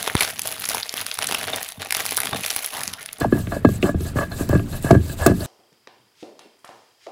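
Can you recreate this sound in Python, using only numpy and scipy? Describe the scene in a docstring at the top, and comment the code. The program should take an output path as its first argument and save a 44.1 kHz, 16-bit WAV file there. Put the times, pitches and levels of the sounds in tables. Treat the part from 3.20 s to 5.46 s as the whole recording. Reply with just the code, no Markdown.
"""On bare ground a hand stone is pushed to and fro over a flat slab, crushing roasted nuts, heard close by.
The meal is dense clicks heard as a hiss that follows the strokes; snaps are made of short noise bursts.
Where stone meets stone the slab rasps, from many tiny slips; when the stone rocks it knocks, ringing the slab
and sending a thud of falling pitch through the ground. Loud knocks overload the recorder.
Behind it all lies the steady, slightly flickering noise of the open air."""
import sys
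import numpy as np
from scipy import signal
from scipy.fft import rfft, irfft
from scipy.io import wavfile

SR = 44100
rng = np.random.default_rng(int(sys.argv[2]) if len(sys.argv) > 2 else 0)


def store_pcm(level_fs):
    """Save levels as 16-bit WAV."""
    pcm = np.round(np.clip(level_fs, -1, 1) * 32767).astype(np.int16)
    wavfile.write(sys.argv[1], SR, np.atleast_2d(pcm).T)


def boost(x):
    """Linear amplitude factor 10**(x/20) for a level x in decibels (scalar or array-like)."""
    u = np.asarray(x, float) / 20
    return 10 ** u


N = 99710


def rms_one(x):
    """Scale to rms 1."""
    return x / np.sqrt(np.mean(x ** 2) + 1e-20)


def bandpass(x, low_hz, high_hz):
    """Keep only the sound between two pitches."""
    return signal.sosfilt(signal.butter(2, [low_hz, high_hz], "band", fs=SR, output="sos"), x)


def drift(rate_hz):
    """Slow random wander of spread 1: smoothed noise, drawn once every 40 samples."""
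    r = np.exp(-80 * np.pi * rate_hz / SR)
    noise = rng.standard_normal(N // 40 + 2002)
    slow = signal.lfilter([1], [1, -2 * r, r * r], noise)[2000:]  # skip the start-up
    return np.interp(np.arange(N) / 40, np.arange(len(slow)), rms_one(slow))


def grains(per_s, spread_db):
    """Random clicks of uneven size and sign; rms 1."""
    size_draw, sign_draw, when_draw = rng.random((3, N))
    sizes = boost(spread_db * np.minimum(-np.log(size_draw + 1e-9), 4))
    return rms_one(sizes * np.sign(sign_draw - .5) * (when_draw < per_s / SR))


def banded(sources, spectrum, patchy_db):
    """Quarter-octave bands, each with its own level and flicker, from two sources in turn; rms 1."""
    hz, db = np.transpose(spectrum)
    edges = np.geomspace(hz[0], hz[-1], int(4 * np.log2(hz[-1] / hz[0])) + 1)
    out = 0
    for k, (low, high) in enumerate(zip(edges, edges[1:])):
        level_db = np.interp(np.log(low * high) / 2, np.log(hz), db)
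        band = bandpass(sources[k % 2], low, high)
        out = out + boost(level_db + patchy_db * drift(34)) * band
    return rms_one(out)


def ring(force, hz, t60):
    """A unit click sets a sine of height 1 ringing; it falls by 60 dB in t60 seconds."""
    r, w = boost(-60 / (t60 * SR)), 2 * np.pi * hz / SR
    return signal.lfilter([0, np.sin(w)], [1, -2 * r * np.cos(w), r * r], force + 1e-18)


def body(modes, at_s, db, tilt_db, mid_hz, steady, lag_cycles):
    """Blows, with new strengths for every mode, and a steady force ring one table of modes."""
    out, spread = np.zeros(N), rng.standard_normal((len(at_s), len(modes)))
    for k, (hz, level_db, t60) in enumerate(modes):
        force = steady.copy()
        tilted_db = db + tilt_db * np.log2(hz / mid_hz)
        force[(at_s * SR).astype(int)] += boost(tilted_db + 4 * spread[:, k])
        lag = int(lag_cycles * SR / hz)  # lower modes arrive later
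        out[lag:] += (-1) ** k * boost(level_db) * ring(force, hz, t60)[:N - lag]
    return out


# Spectrum of the outdoor background: (frequency [Hz], relative level [dB per Hz])
AIR_SPECTRUM = [(12, -23), (20, 9), (116, 5.5), (660, -16), (802, -21.5), (1660, -22), (1860, -22),
                (8410, -45.5), (16000, -93)]


def open_air():
    """Outdoor background: noise shaped band by band, with a slight flicker."""
    return boost(-31.5) * banded(rng.standard_normal((2, N)), AIR_SPECTRUM, patchy_db=3.5)


# The stone slides through the meal, near silent at each turn: (time [s], hiss level [dB])
STROKES = [(0, -31), (.03, -41.5), (0.092, -51), (.15, -41), (.2, -37), (.265, -48.5), (.31, -40.5),
           (0.358, -40), (0.423, -55.5), (.5, -39.5), (.56, -38), (.6, -53.5), (0.633, -33.5), (0.699, -40),
           (.75, -60.5), (0.808, -41), (.89, -37.5), (.935, -54), (0.972, -35.5), (1.03, -39),
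           (1.086, -54.5), (1.13, -41), (1.22, -33), (1.275, -45.5), (1.31, -39), (1.37, -40.5),
           (1.45, -50.5), (1.5, -41), (1.569, -34.5), (1.608, -48), (1.638, -34.5), (1.72, -39),
           (1.79, -47.5), (1.85, -39), (1.931, -35), (1.96, -50.5), (1.988, -34), (2.07, -33.5),
           (2.14, -45.5), (2.2, -37), (2.26, -32.5)]


def stroke_level():
    """Hiss level of the strokes in dB, joined by straight lines."""
    return np.interp(np.arange(N) / SR, *np.transpose(STROKES))


# The stone rocks and knocks; all levels are relative: (time [s], ring of the slab [dB],
# thud in the ground [dB], tilt of the ring [dB per octave], tilt of the thud [dB per octave])
KNOCK_LIST = [(.008, -37, -17.5, 20, 6), (.014, -13, -11.5, 7, -9), (.052, -23.5, -14.5, -18.5, 22),
              (0.124, -8.5, 0, -1, 4.2), (0.154, -46, -13.5, 0.1, 17), (.198, -35, -25, 5, -8),
              (.271, -25.5, -20, 4, -11), (.321, -11, -16.5, 1.3, -3), (.366, -21.5, -20, -4.5, 3),
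              (0.4476, 0.5, 6, -1.5, 6.5), (0.488, -19.5, -10.5, -5, 7), (.628, -14, -7, -10, 3.5),
              (.639, -14.5, -4.5, 1, 8), (.655, -17.5, -20, 4, 21), (.691, -9.5, -15, -2.8, 2),
              (.744, -20.5, -11, -0.5, -8.6), (0.805, -35.5, -17, 13, -1.5), (0.852, -45, -23.5, 0.1, 7),
              (0.956, -31, -15.5, -11, -12), (.987, -10, -17, 0.5, -1), (1.009, -12.5, -35, -1, 3),
              (1.033, -23, -25, 0.1, 13), (1.118, -24.5, -29, 9.9, 17), (1.19, -40, -24.5, 5, 22),
              (1.207, -47, -11.5, 10, -3), (1.293, -21, -11, 5.5, -8), (1.33, -10, -6.5, -10.5, -7.5),
              (1.3514, -12.5, -3, 3.5, -1.5), (1.396, -20.5, -19, -3, 11), (1.527, -35.5, -26.5, 12.8, -15),
              (1.643, -18.5, -11, 3.5, -3.5), (1.707, 2, 3.5, -6.5, -1.5), (1.726, -41, -4.5, -10, 12),
              (1.7489, -10.5, -3.5, -1.5, 2), (1.895, -29.5, -24.5, 14, -8), (2.005, -29, -25.5, 3, -15),
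              (2.062, 1.5, 2, -1, 4), (2.076, -4.5, -6, 2, -4), (2.096, -35, -5, 0, -8),
              (2.115, -18.5, -12.5, -8, 14), (2.205, -29.5, -19, -13, -4), (2.227, -21.5, -47, -3, 0.1)]


def knocks():
    """Columns of the knocks: one blow drives both the slab and the ground."""
    return np.transpose(KNOCK_LIST)


# A lighter tock with the same falling pitch, higher: (time [s], level [dB], pitch ratio)
LIGHT_TOCKS = [(0.045, -7.5, 2.32)]


def soil_waves():
    """First wave of each blow through the soil: its pitch falls, as the higher part arrives first."""
    start_hz, end_hz, fall_s, peak_s = 518.5, 139, 0.0048, 0.0032
    delay_s, wave_db = 0.001382, -0.5
    at_s, _, thud_db, _, _ = knocks()
    rows = [(s + delay_s, db + wave_db, 1) for s, db in zip(at_s, thud_db)] + LIGHT_TOCKS
    out, t = np.zeros(N + SR), np.arange(SR // 20) / SR
    cycles = np.cumsum(end_hz + (start_hz - end_hz) * np.exp(-t / fall_s)) / SR
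    swell = (t / peak_s * np.exp(1 - t / peak_s)) ** 2
    for (s, db, ratio), turn in zip(rows, rng.random(len(rows))):
        wave = swell * np.sin(2 * np.pi * (cycles * ratio + turn))
        out[int(s * SR):int(s * SR) + len(t)] += boost(db) * wave
    return out[:N]


# Modes of the slab lying on soil: (frequency [Hz], relative level [dB], time to fall 60 dB [s])
GROUND_MODES = [(55.6, -32.5, 0.19), (81.2, -15.5, 0.41), (105.4, -14.5, 0.33), (132.6, -8.5, 0.14),
                (178.2, -6.5, 0.086), (200.5, -14.5, 0.17), (229.6, -15.5, 0.26), (287.3, -18, 0.25),
                (316, -20, 0.12), (371.6, -12.5, 0.067)]


def ground(slide_db):
    """Knocks thud through the soil; the slab judders on it after them and under the stroke."""
    settle_t60_s, settle_db, jolts_per_s = 0.26, -18.5, 200
    crunch_db, crunch_follows = -38.5, 0.21  # nuts crushed under the stroke; dB per dB of stroke
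    at_s, _, thud_db, _, tilt_db = knocks()
    blows = np.zeros(N)
    blows[(at_s * SR).astype(int)] = boost(thud_db + settle_db)
    settle = signal.lfilter([1], [1, -boost(-60 / (settle_t60_s * SR))], blows + 1e-18)
    crunch = boost(crunch_db + crunch_follows * (slide_db - slide_db.mean()))
    jolts = (settle + crunch) * grains(jolts_per_s, spread_db=3) * boost(-20)
    modes = body(GROUND_MODES, at_s, thud_db - 5, tilt_db, mid_hz=200, steady=jolts, lag_cycles=.5)
    soil_cut = signal.butter(2, 1310, fs=SR, output="sos")  # low-pass, Hz
    return soil_waves() + signal.sosfilt(soil_cut, modes)


# Spectrum of the meal's hiss: (frequency [Hz], relative level [dB per Hz])
MEAL_SPECTRUM = [(1200, -44), (1800, -44), (2600, 4), (3200, 1), (4000, 6), (5400, 1), (6500, 1.5),
                 (8000, 7.5), (9000, 6), (11000, 5), (12500, 11.5), (14500, -11), (15500, -4),
                 (17500, -16.5)]


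def meal(slide_db):
    """Sliding meal: dense grit clicks make a patchy hiss that follows the strokes."""
    grit = [grains(per_s=3700, spread_db=1.5) for _ in range(2)]
    return boost(slide_db) * banded(grit, MEAL_SPECTRUM, patchy_db=2.5)


# Bursts of the snaps; one snap may take several rows, for its low, high and topmost parts:
# (time [s], level [dB], centre frequency [Hz], width [octaves])
SNAP_BURSTS = [(0.021, -26, 3200, 0.87), (.271, -23.5, 2400, 0.98), (.449, -24, 2500, 4.5),
               (0.49, -20, 6050, 3.6), (.627, -9, 2520, .6), (0.808, -26, 3500, 2.5),
               (0.987, -22, 2410, 0.63), (1.291, -15.5, 8800, 2), (1.116, -36, 3500, 1.4),
               (1.395, -26.5, 2660, 0.43), (1.566, -32, 11200, 1.0), (1.626, -17, 12000, 1.5),
               (1.71, -13, 2880, 1.8), (1.71, -16, 10200, 0.6), (2.0639, 6.5, 11000, 1.5),
               (2.0638, -18, 15500, 0.17), (2.065, -1, 4650, 2.7), (2.206, -23, 4170, 0.31)]


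def snaps():
    """Snaps are built from short bursts of noise with a fainter tail, each burst in its own band."""
    burst_s, tail_s, tail_db = 0.0004, 0.0043, -7.5
    out, t = np.zeros(N + SR), np.arange(SR // 20) / SR
    shape = np.exp(-(t / burst_s) ** 2) + boost(tail_db) * np.exp(-t / tail_s)
    noises = rng.standard_normal((len(SNAP_BURSTS), len(t)))
    for (s, db, hz, octaves), noise in zip(SNAP_BURSTS, noises):
        low, high = np.clip(hz * 2 ** (np.array([-.5, .5]) * octaves), 50, 16500)
        burst = bandpass(noise * shape, low, high)
        out[int(s * SR):int(s * SR) + len(t)] += boost(db) * burst / np.abs(burst).max()
    return out[:N]


# Bare stone drags on bare stone: (start [s], length [s], relative level [dB], rise time [s])
STONE_RASPS = [(.003, 0.045, -26.5, 0.0013), (0.114, 0.067, -34.5, 0.0095), (0.31, 0.047, -31, 0.0043),
               (0.51, 0.032, -58, .015), (0.628, 0.054, -28, 0.034), (0.847, 0.021, -43, 0.0051),
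               (0.946, 0.082, -28, 0.026), (1.107, 0.026, -37, 0.0053), (1.182, .04, -36.5, 0.0043),
               (1.284, 0.08, -30, 0.0067), (1.525, 0.013, -35, 0.012), (1.645, 0.097, -30, 0.0073),
               (1.739, .02, -33, 0.0097), (1.892, 0.017, -60.5, 0.012), (1.981, 0.13, -29.5, 0.024),
               (2.067, 0.042, -67, 0.0029), (2.191, .06, -44.5, 0.0093)]


def stone_slips(slide_db):
    """Dragging stone slips many times a second; the sliding meal adds a faint share."""
    meal_db, fall_s = -30.5, 0.011
    t = np.arange(N) / SR
    drag = boost(slide_db + meal_db + 2.17 * drift(14.7))
    for s, length, db, rise in STONE_RASPS:
        grip = np.clip((t - s) / rise, 0, 1)
        release = np.exp(-np.maximum(t - s - length, 0) / fall_s)
        drag = drag + boost(db - 20) * grip * release
    return drag * grains(per_s=1500, spread_db=3)


# Modes of the slab: (frequency [Hz], relative level [dB], time to fall 60 dB [s])
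SLAB_MODES = [(584, -0.5, 0.037), (676.4, -2, 0.061), (934, -14.5, 0.011), (1171, -2.5, 0.032),
              (1543, -9.5, 0.025), (1635, -9.5, .11), (1692.6, -10, 0.093), (2234, -21, 0.025),
              (2622, -25.5, 0.11), (3085, -27.5, 0.043), (3028, -37.5, 0.11), (3500, -33.5, 0.1),
              (4190, -27, 0.053)]


def slab(slide_db):
    """Knocks and dense slips ring the slab; the slips are also heard directly, as a dry grating."""
    at_s, ring_db, _, tilt_db, _ = knocks()
    slips = stone_slips(slide_db)
    grate = boost(30.5) * bandpass(slips, 310, 1200)
    return grate + body(SLAB_MODES, at_s, ring_db - 7, tilt_db, mid_hz=1000, steady=slips, lag_cycles=0)


def scene():
    """Open air, ground, meal, snaps and slab together; strokes and knocks are shared between them."""
    slide_db = stroke_level()
    return (open_air() + ground(slide_db) + meal(slide_db) + snaps() + slab(slide_db))[None]


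# Two narrow dips and a bump in the treble: (centre [Hz], width [Hz], level change [dB])
TREBLE_SHAPE = [(9690, 1150, -15), (13230, 1100, -18), (15300, 1200, 5.5)]


def treble_gain(hz):
    """Gain at each frequency: the dips, the bump, and a steep cut at the top."""
    colour_db = 0
    for centre_hz, width_hz, db in TREBLE_SHAPE:
        colour_db = colour_db + db * np.exp(-(2 * (hz - centre_hz) / width_hz) ** 4)
    return boost(colour_db) / np.sqrt(1 + (hz / 15950) ** 160)


def band_limit(x):
    """A steep low-pass at the top of the band."""
    return signal.sosfilt(signal.butter(12, 16950, fs=SR, output="sos"), x)


def record(dry):
    """Shape the treble, then overload: the loudest peaks are smoothly flattened towards 1."""
    hz = np.arange(N // 2 + 1) * SR / N
    heard = irfft(rfft(dry) * treble_gain(hz), N)
    hardness = 5.0
    flat = heard / (3 + np.abs(heard) ** hardness) ** (1 / hardness)  # the 3 also lowers quiet sound a little
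    return band_limit(flat)


dry = scene()
out = record(dry)
store_pcm(out)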